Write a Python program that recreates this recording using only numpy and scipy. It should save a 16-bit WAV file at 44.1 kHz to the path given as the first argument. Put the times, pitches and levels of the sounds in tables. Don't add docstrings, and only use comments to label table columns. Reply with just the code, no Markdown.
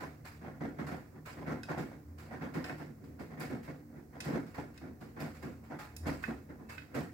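import sys
import numpy as np
from scipy import signal
from scipy.fft import rfft, irfft, next_fast_len
from scipy.io import wavfile
from scipy.ndimage import uniform_filter1d, map_coordinates

SR = 44100
rng = np.random.default_rng(int(sys.argv[2]) if len(sys.argv) > 2 else 0)


def output_pcm(signal):
    pcm = np.clip(np.atleast_2d(signal).T, -1, 1) * 32767
    wavfile.write(sys.argv[1], SR, np.round(pcm).astype(np.int16))


N = 314433

# frequency in Hz, level in dB.
MOTOR_LINES = [(58, -73.5), (80.7, -61.5), (114, -65), (151.5, -63.5), (228, -63), (294, -68), (508, -82.5),
               (728, -78.5), (5227, -101)]
# frequency in Hz, level in dB.
RUMBLE_SPECTRUM = [(20, -71), (40, -25), (60, 2.5), (100, 5), (150, -5.5), (300, -4), (450, -8.5),
                   (800, -19), (2000, -25.5), (3200, -44), (8000, -76)]
# frequency in Hz, level in dB.
HISS_SPECTRUM = [(1000, -17), (3400, -4), (4200, 5), (5200, 8), (7500, 7), (10000, 3), (12000, 7.5),
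                 (14300, 7), (14800, 11.5), (15700, 13.5)]
# frequency in Hz, time to fall 60 dB in seconds.
ROOM_DECAY = [(100, .35), (1000, 0.088), (4000, 0.46), (14000, 0.29)]
# peak in seconds, frequency in Hz, level in dB,
# rise of the last 20 dB in seconds, time to fall 60 dB in seconds.
TUB_BOOMS = [(6.04, 81, -41, 0.11, 0.59), (6.14, 55, -54, .2, 1), (6.29, 226, -33.5, 0.015, 0.13),
             (6.3, 59, -50, 0.076, 0.32)]
# peak in seconds, frequency in Hz, level in dB,
# rise of the last 20 dB in seconds, time to fall 60 dB in seconds.
CLOTH_SQUEAKS = [(5.81, 846, -52.5, 0.05, 0.37), (5.81, 1235, -52, 0.045, 0.26),
                 (6.73, 2620, -55.5, 0.047, 0.26)]
# start in seconds, level in dB, upper corner in Hz,
# lower corner in Hz, length of the chatter in seconds.
FASTENER_TICKS = [(1.633, -46.5, 10100, 885, 0.0028), (2.642, -45, 5770, 990, 0.0057),
                  (2.695, -42, 2240, 1090, 0.007), (3.398, -55, 15000, 8000, 0.018),
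                  (4.204, -42.5, 8300, 1590, 0.011), (4.777, -55.5, 8140, 1000, 0.0063),
                  (5.965, -47.5, 13200, 4100, 0.0053), (6.238, -35.5, 1350, 1700, 0.0034),
                  (6.78, -45, 3200, 1300, 0.01), (6.82, -54, 2240, 1200, 0.0053)]
# frequency in Hz, level in dB, time to fall 60 dB in seconds.
DOOR_MODES = [(1529, 4, .04), (1750, -5, .03), (1916, -3, .04), (2100, -8, .04), (2570, -5, .085),
              (3822, -11, .045), (4800, -9, .035), (5233, -4, .045), (7200, -9, .035), (8850, -9, .035),
              (9254, -12, .03), (10530, -14, .03), (11600, -13, .03), (13400, -11, .03)]
# frequency in Hz, width in Hz, boost in dB (a cut if negative).
DRUM_MODES = [(595, 33, 1), (744, 17, 4), (856, 4, 4), (1012, 18, 8), (1084, 24, 6), (1405, 20, 6.5),
              (1836, 140, 2), (2194, 20, 8.5), (2705, 17, 6), (5230, 32, -7)]
# start in seconds, fine drops in dB, heavy drops in dB.
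SPRAY_BURSTS = [(0.0, -55.5, -56), (0.245, -53, -52.5), (0.862, -54, -50), (0.915, -75, -52),
                (1.253, -51, -48), (1.687, -75, -45), (1.774, -54, -54), (2.178, -56.5, -71),
                (2.534, -54.5, -44.5), (2.64, -52.5, -43), (2.775, -60.5, -73), (3.034, -67, -64),
                (3.19, -60.5, -58), (3.399, -48.5, -44), (3.626, -60, -66), (4.237, -51, -57),
                (4.459, -63.5, -62), (4.539, -58.5, -48.5), (4.736, -65, -75), (5.004, -61, -68),
                (5.195, -50, -64), (5.342, -60.5, -66), (5.42, -57.5, -52), (5.632, -69, -59),
                (5.784, -52.5, -48.5), (6.063, -48, -49), (6.22, -52.5, -65), (6.688, -52, -50.5),
                (6.941, -49.5, -53)]
# frequency in Hz, level in dB.
SPRAY_SPECTRUM = [(300, -1), (1000, 8.5), (1600, 10.5), (2400, 7), (3300, -3), (5000, 1.5), (6200, -6.5),
                  (7400, -2), (10000, -10), (13000, -7.5), (15800, -7.5)]
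# frequency in Hz, level in dB.
SPLAT_SPECTRUM = [(200, -18), (600, 4.5), (1100, -2.5), (1600, 0.5), (2100, -2), (2650, -9), (3200, -24.5),
                  (5000, -24.5), (8000, -32.5), (15000, -35)]
# start in seconds, length of contact in seconds,
# thud drive in dB, slap drive in dB.
CLOTH_FALLS = [(0.0, 0.042, -45, -44), (0.412, 0.087, -47.5, -51.5), (0.603, 0.057, -37.5, -45),
               (0.785, 0.019, -34.5, -38), (0.865, 0.029, -41.5, -45.5), (0.913, 0.013, -37, -38.5),
               (1.139, .045, -53.5, -61), (1.368, 0.059, -45.5, -50), (1.462, 0.067, -37, -41),
               (1.686, 0.022, -35.5, -35), (1.77, 0.029, -35, -39.5), (1.91, .025, -51, -53),
               (2.2, 0.1, -58, -61), (2.308, 0.042, -44, -45), (2.408, .046, -40, -43),
               (2.547, 0.023, -32.5, -39), (2.689, 0.018, -38.5, -42), (2.795, 0.029, -44.5, -47.5),
               (2.889, 0.01, -45.5, -72), (3.01, 0.092, -51.5, -75), (3.19, 0.021, -40, -46.5),
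               (3.298, 0.039, -50, -52), (3.37, 0.081, -43, -48.5), (3.498, 0.035, -36, -43.5),
               (3.676, 0.022, -40.5, -44.5), (3.95, 0.043, -49.5, -58), (4.128, .1, -53.5, -53.5),
               (4.255, 0.097, -36.5, -42.5), (4.33, 0.029, -32.5, -39), (4.579, 0.0081, -34, -36.5),
               (4.81, 0.073, -46.5, -54.5), (5.008, 0.012, -42.5, -52), (5.16, .035, -45, -48.5),
               (5.195, 0.049, -41, -43.5), (5.423, 0.046, -40.5, -50), (5.699, 0.044, -44, -48),
               (6.054, 0.044, -34.5, -38), (6.277, 0.022, -37, -41.5), (6.488, .022, -45, -51),
               (6.59, 0.032, -49.5, -58.5), (6.942, 0.044, -34.5, -38)]
# frequency in Hz, width in Hz, level in dB.
TUB_MODES = [(57.3, 13, -15.5), (88.3, 12.4, -7.5), (119, 24.5, -11.5), (149.7, 20.8, 2.5),
             (187.3, 21.7, -3.5), (217, 28, -2.5), (271.4, 29, 2.5), (303.6, 38.3, -1), (368.7, 42.6, -5.5),
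             (459, 28.5, -8), (523, 21.3, -8)]
# frequency in Hz, level in dB.
SLAP_SPECTRUM = [(120, -23), (300, -7.5), (480, 4.5), (700, 4), (1100, -2), (1480, -0.5), (1950, -2.5),
                 (2400, -11), (3100, -21.5), (5000, -21), (8000, -32), (15000, -35)]
# frequency in Hz, left-right correlation.
SIDE_LIKENESS = [(60, 0.84), (170, 0.93), (350, 0.64), (700, 0.13), (1400, 0), (8000, 0.13)]
# frequency in Hz, left minus right in dB.
SIDE_BALANCE = [(100, -.2), (350, -1.7), (700, .5), (1400, -2.9), (2800, -4), (5600, -4), (9000, -8.3),
                (14000, -7.3)]

TOP_HZ = 15850
HISS_DB = -69.7
SPRAY_ATTACK_S, SPRAY_T60_S = 0.008, 0.5
SQUEEZE_DB = -23
CONTACT_SAG_DB = 2.5
HEM_DB, HEM_T60_S = -13.5, 0.22
SLUMP_DB, SLUMP_T60_S = -9.5, 0.44
FOLDS_PER_S, FOLD_CONTACT_S, FOLD_SCATTER_DB = 7, 0.06, 2
FOLD_THUD_DB, FOLD_SLAP_DB = -59, -68
KNOCKS_PER_S, KNOCK_SCATTER_DB, KNOCK_DB = 170, 2.2, -5


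def amp(db):
    return 10 ** (np.asarray(db) / 20)


def unit(x):
    return x / np.sqrt(np.mean(x ** 2) + 1e-20)


def noise():
    return rng.standard_normal((2, N))


def along(points, hz):
    f, value = np.transpose(points)
    return np.interp(np.log(hz + 1), np.log(f + 1), value)


def wobble(rate):
    knots = rng.standard_normal(int(N * rate / SR) + 4)
    return map_coordinates(knots, [np.arange(N) * rate / SR])


def filtered(x, response):
    m = next_fast_len(N + SR // 2)
    return irfft(rfft(x, m) * response(np.fft.rfftfreq(m, 1 / SR)), m)[..., :N]


def coloured(x, spectrum):
    return unit(filtered(x, lambda hz: amp(along(spectrum, hz))))


def swell(peak_s, rise_s, t60_s):
    t = np.arange(N) / SR - peak_s
    return np.exp(np.log(10) * np.clip(np.minimum(t / rise_s, -3 * t / t60_s), -8, 0))


def tone(hz, drift_hz, rate):
    cycles = np.cumsum(hz + drift_hz * wobble(rate)) / SR
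    return np.sqrt(2) * np.sin(2 * np.pi * (cycles + rng.random()))


def ring_on(power, t60_s):
    keep = amp(-120 / (t60_s * SR))
    return np.sqrt(signal.lfilter([1 - keep], [1, -keep], power))


def motor(rumble_db=-59, rumble_sway_db=0.79, load_sway_db=4.0):
    hum = 0
    for hz, db in MOTOR_LINES:
        drift_hz = 3.49 + 0.00545 * hz
        hum = hum + amp(db + load_sway_db * wobble(9)) * tone(hz, drift_hz, 25)
    rumble = amp(rumble_db + rumble_sway_db * wobble(8.3)) * coloured(noise(), RUMBLE_SPECTRUM)
    hiss = amp(HISS_DB) * coloured(noise(), HISS_SPECTRUM)
    return rumble + hum * [[1], [0]] + hiss


def room(x):
    hz, t, z = signal.stft(rng.standard_normal((2, SR // 2)), SR, nperseg=256)
    decay = amp(-60 * t / along(ROOM_DECAY, hz)[:, None])
    tail = signal.istft(z * decay, SR, nperseg=256)[1]
    return signal.fftconvolve(x, tail / np.linalg.norm(tail[0]), axes=1)[:, :N]


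def resonances(table, drift_hz, rate):
    total = 0
    for peak_s, hz, db, rise_s, t60_s in table:
        total = total + amp(db) * swell(peak_s, rise_s, t60_s) * tone(hz, drift_hz, rate)
    return total


def booms():
    return resonances(TUB_BOOMS, drift_hz=1.78, rate=13)


def squeaks():
    return resonances(CLOTH_SQUEAKS, drift_hz=7.8, rate=110)


def ticks(crack=0.12, crack_t60_s=0.019, chatter_db=-7, scatter_db=2):
    out = np.zeros((2, N + SR))
    t = np.arange(SR // 4) / SR
    hz = np.fft.rfftfreq(SR // 2, 1 / SR)
    for s, db, upper_hz, lower_hz, chatter_s in FASTENER_TICKS:
        ring = 0
        for f, level, t60_s in DOOR_MODES:
            decay = amp(level + scatter_db * rng.standard_normal((2, 1)) - 60 * t / t60_s)
            ring = ring + decay * np.sin(2 * np.pi * (f * t + rng.random((2, 1))))
        chatter = amp(chatter_db) * 2 / (1 + (t / chatter_s) ** 4)
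        snap = crack * amp(-60 * t / crack_t60_s) + chatter
        strike = ring + snap * rng.standard_normal((2, len(t)))
        high, low = 1j * hz / upper_hz, 1j * hz / lower_hz
        contact = (low / (1 + low)) ** 3 / (1 + np.sqrt(2) * high + high ** 2) ** 2
        hit = irfft(rfft(strike, SR // 2) * contact)[:, :len(t)]
        first_10_ms = hit[:, :SR // 100]
        start = round(s * SR)
        out[:, start:start + len(t)] += amp(db) * hit / np.std(first_10_ms)
    return out[:, :N]


def droplets(rate, spread_db, wash):
    struck = rng.random((2, N)) < rate / SR
    sign = rng.choice([-1, 1], (2, N))
    hits = struck * sign * amp(spread_db * noise())
    return unit(unit(hits) + wash * noise())


def bubbles(rate, t60_s, spread_db, low_hz, high_hz):
    pitch, chance, place, side = rng.random((int(rate * N / SR), 4)).T[:, :, None]
    t = np.arange(SR // 50) / SR
    hz = low_hz + (high_hz - low_hz) * pitch
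    size = amp(-spread_db * np.log(1 - 0.97 * chance))
    envelope = amp(-60 * t / t60_s) * (1 - np.exp(-t * hz))
    pings = size * np.sin(2 * np.pi * hz * t * (1 + 2 * t)) * envelope
    where = (place * (N - len(t))).astype(int) + N * (side < 0.5) + np.arange(len(t))
    return unit(np.bincount(where.ravel(), pings.ravel(), 2 * N).reshape(2, N))


def patchy(x, depth_db):
    z = signal.stft(x, nperseg=512)[2]
    field = rng.standard_normal(z.shape[1:])
    field = uniform_filter1d(field, size=5, axis=0)
    field = uniform_filter1d(field, size=7, axis=1)
    return signal.istft(z * amp(depth_db * unit(field)), nperseg=512)[1][:, :N]


def in_drum(x, spectrum):
    def response(hz):
        boost_db = sum(db / (1 + (2 * (hz - c) / w) ** 2) for c, w, db in DRUM_MODES)
        return amp(along(spectrum, hz) + boost_db)
    return unit(filtered(patchy(x, depth_db=1.5), response))


def flung():
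    fine, heavy = np.zeros(N), np.zeros(N)
    for s, fine_db, heavy_db in SPRAY_BURSTS:
        burst = swell(s + SPRAY_ATTACK_S, SPRAY_ATTACK_S, SPRAY_T60_S) ** 2
        fine += amp(fine_db) ** 2 * burst
        heavy += amp(heavy_db) ** 2 * burst
    return fine, heavy


def sprays(spray_power, slap_power, level_db=3, patter_db=0.7, mist_t60_s=0.67):
    mist = amp(SQUEEZE_DB) * ring_on(slap_power, mist_t60_s)
    flow = np.hypot(np.sqrt(spray_power), mist)
    pings = bubbles(rate=1000, t60_s=0.041, spread_db=0.0, low_hz=1166, high_hz=14020)
    water = droplets(rate=2800, spread_db=1.0, wash=0.95) + 0.34 * pings
    return amp(level_db + patter_db * wobble(90)) * flow * in_drum(water, SPRAY_SPECTRUM)


def splats(power, level_db=-2.0):
    drops = droplets(rate=700, spread_db=4.0, wash=0.73)
    return amp(level_db) * np.sqrt(power) * in_drum(drops, SPLAT_SPECTRUM)


def landings(rows):
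    weight = np.zeros(N + SR)
    for s, length_s, db in rows:
        sag = np.linspace(0.5, -0.5, round(length_s * SR))
        press = amp(db + CONTACT_SAG_DB * sag) ** 2
        start = max(round(s * SR), 0)
        weight[start:start + len(press)] += press
    weight = weight[:N]
    hem = amp(HEM_DB) * ring_on(weight[::-1], HEM_T60_S)[::-1]
    slump = amp(SLUMP_DB) * ring_on(weight, SLUMP_T60_S)
    return hem ** 2 + weight + slump ** 2


def tumble():
    falls = list(CLOTH_FALLS)
    for k in range(int(FOLDS_PER_S * N / SR)):
        s = (k + rng.random()) / FOLDS_PER_S
        size_db = rng.uniform(-FOLD_SCATTER_DB, FOLD_SCATTER_DB)
        falls.append((s, FOLD_CONTACT_S, FOLD_THUD_DB + size_db, FOLD_SLAP_DB + size_db))
    thud_power = landings([(s, length_s, thud_db) for s, length_s, thud_db, _ in falls])
    slap_power = landings([(s, length_s, slap_db) for s, length_s, _, slap_db in falls])
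    return thud_power, slap_power


def knocks():
    hits = droplets(rate=KNOCKS_PER_S, spread_db=KNOCK_SCATTER_DB, wash=0)[0]
    t = np.arange(SR // 50) / SR
    burst = rng.standard_normal((2, len(t))) * amp(-60 * t / 0.015)
    return unit(signal.fftconvolve(hits[None], burst, axes=1)[:, :N])


def tub_response(hz):
    modes = 0
    for k, (centre, width, db) in enumerate(TUB_MODES):
        mode = 1j * hz * width / (centre * centre - hz * hz + 1j * hz * width)
        modes = modes + (-1) ** k * amp(db) * mode
    return modes * hz ** 4 / (hz ** 4 + 55.0 ** 4) / (1 + (hz / 900) ** 4)


def flops(thud_power, slap_power, slap_db=-1.0, thud_lag_s=0.0029, thud_t60_s=0.34, slap_t60_s=0.26,
          fold_db=0.63, steadiness=0.44):
    shake = unit(filtered(noise(), tub_response))
    shake = unit(shake / np.abs(uniform_filter1d(shake ** 2, size=1500)) ** (steadiness / 2))
    late_power = np.pad(thud_power, (round(thud_lag_s * SR), 0))[:N]
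    thuds = ring_on(late_power, thud_t60_s) * shake
    folds = unit(amp(fold_db * wobble(110)))
    pings = bubbles(rate=500, t60_s=0.061, spread_db=3.5, low_hz=348.5, high_hz=2680)
    water = droplets(rate=1800, spread_db=2.5, wash=0.82) + 0.18 * pings + amp(KNOCK_DB) * knocks()
    slaps = amp(slap_db) * ring_on(slap_power, slap_t60_s)
    return thuds + slaps * folds * in_drum(water, SLAP_SPECTRUM)


def spread(pair):
    def middle_and_side(hz):
        turn = np.arccos(np.clip(along(SIDE_LIKENESS, hz), -1, 1)) / 2
        return np.array([np.cos(turn), np.sin(turn)])

    def balance(hz):
        gains = amp(along(SIDE_BALANCE, hz) * np.array([[0.5], [-0.5]]))
        return gains / np.sqrt(np.mean(gains ** 2, axis=0))

    mid, side = filtered(pair, middle_and_side)
    return filtered(np.array([mid + side, mid - side]), balance)


def scene():
    drive = motor()
    tones = booms() + squeaks()
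    door = ticks()
    thud_power, slap_power = tumble()
    fine_power, heavy_power = flung()
    water = sprays(fine_power, slap_power) + splats(heavy_power)
    load = flops(thud_power, slap_power)
    door_in_room = door + amp(-3.5) * room(door)
    return spread(drive + tones * [[1], [0]] + door_in_room + water + load)


def record(dry):
    return filtered(dry, lambda hz: hz < TOP_HZ)


dry = scene()
out = record(dry)
output_pcm(out)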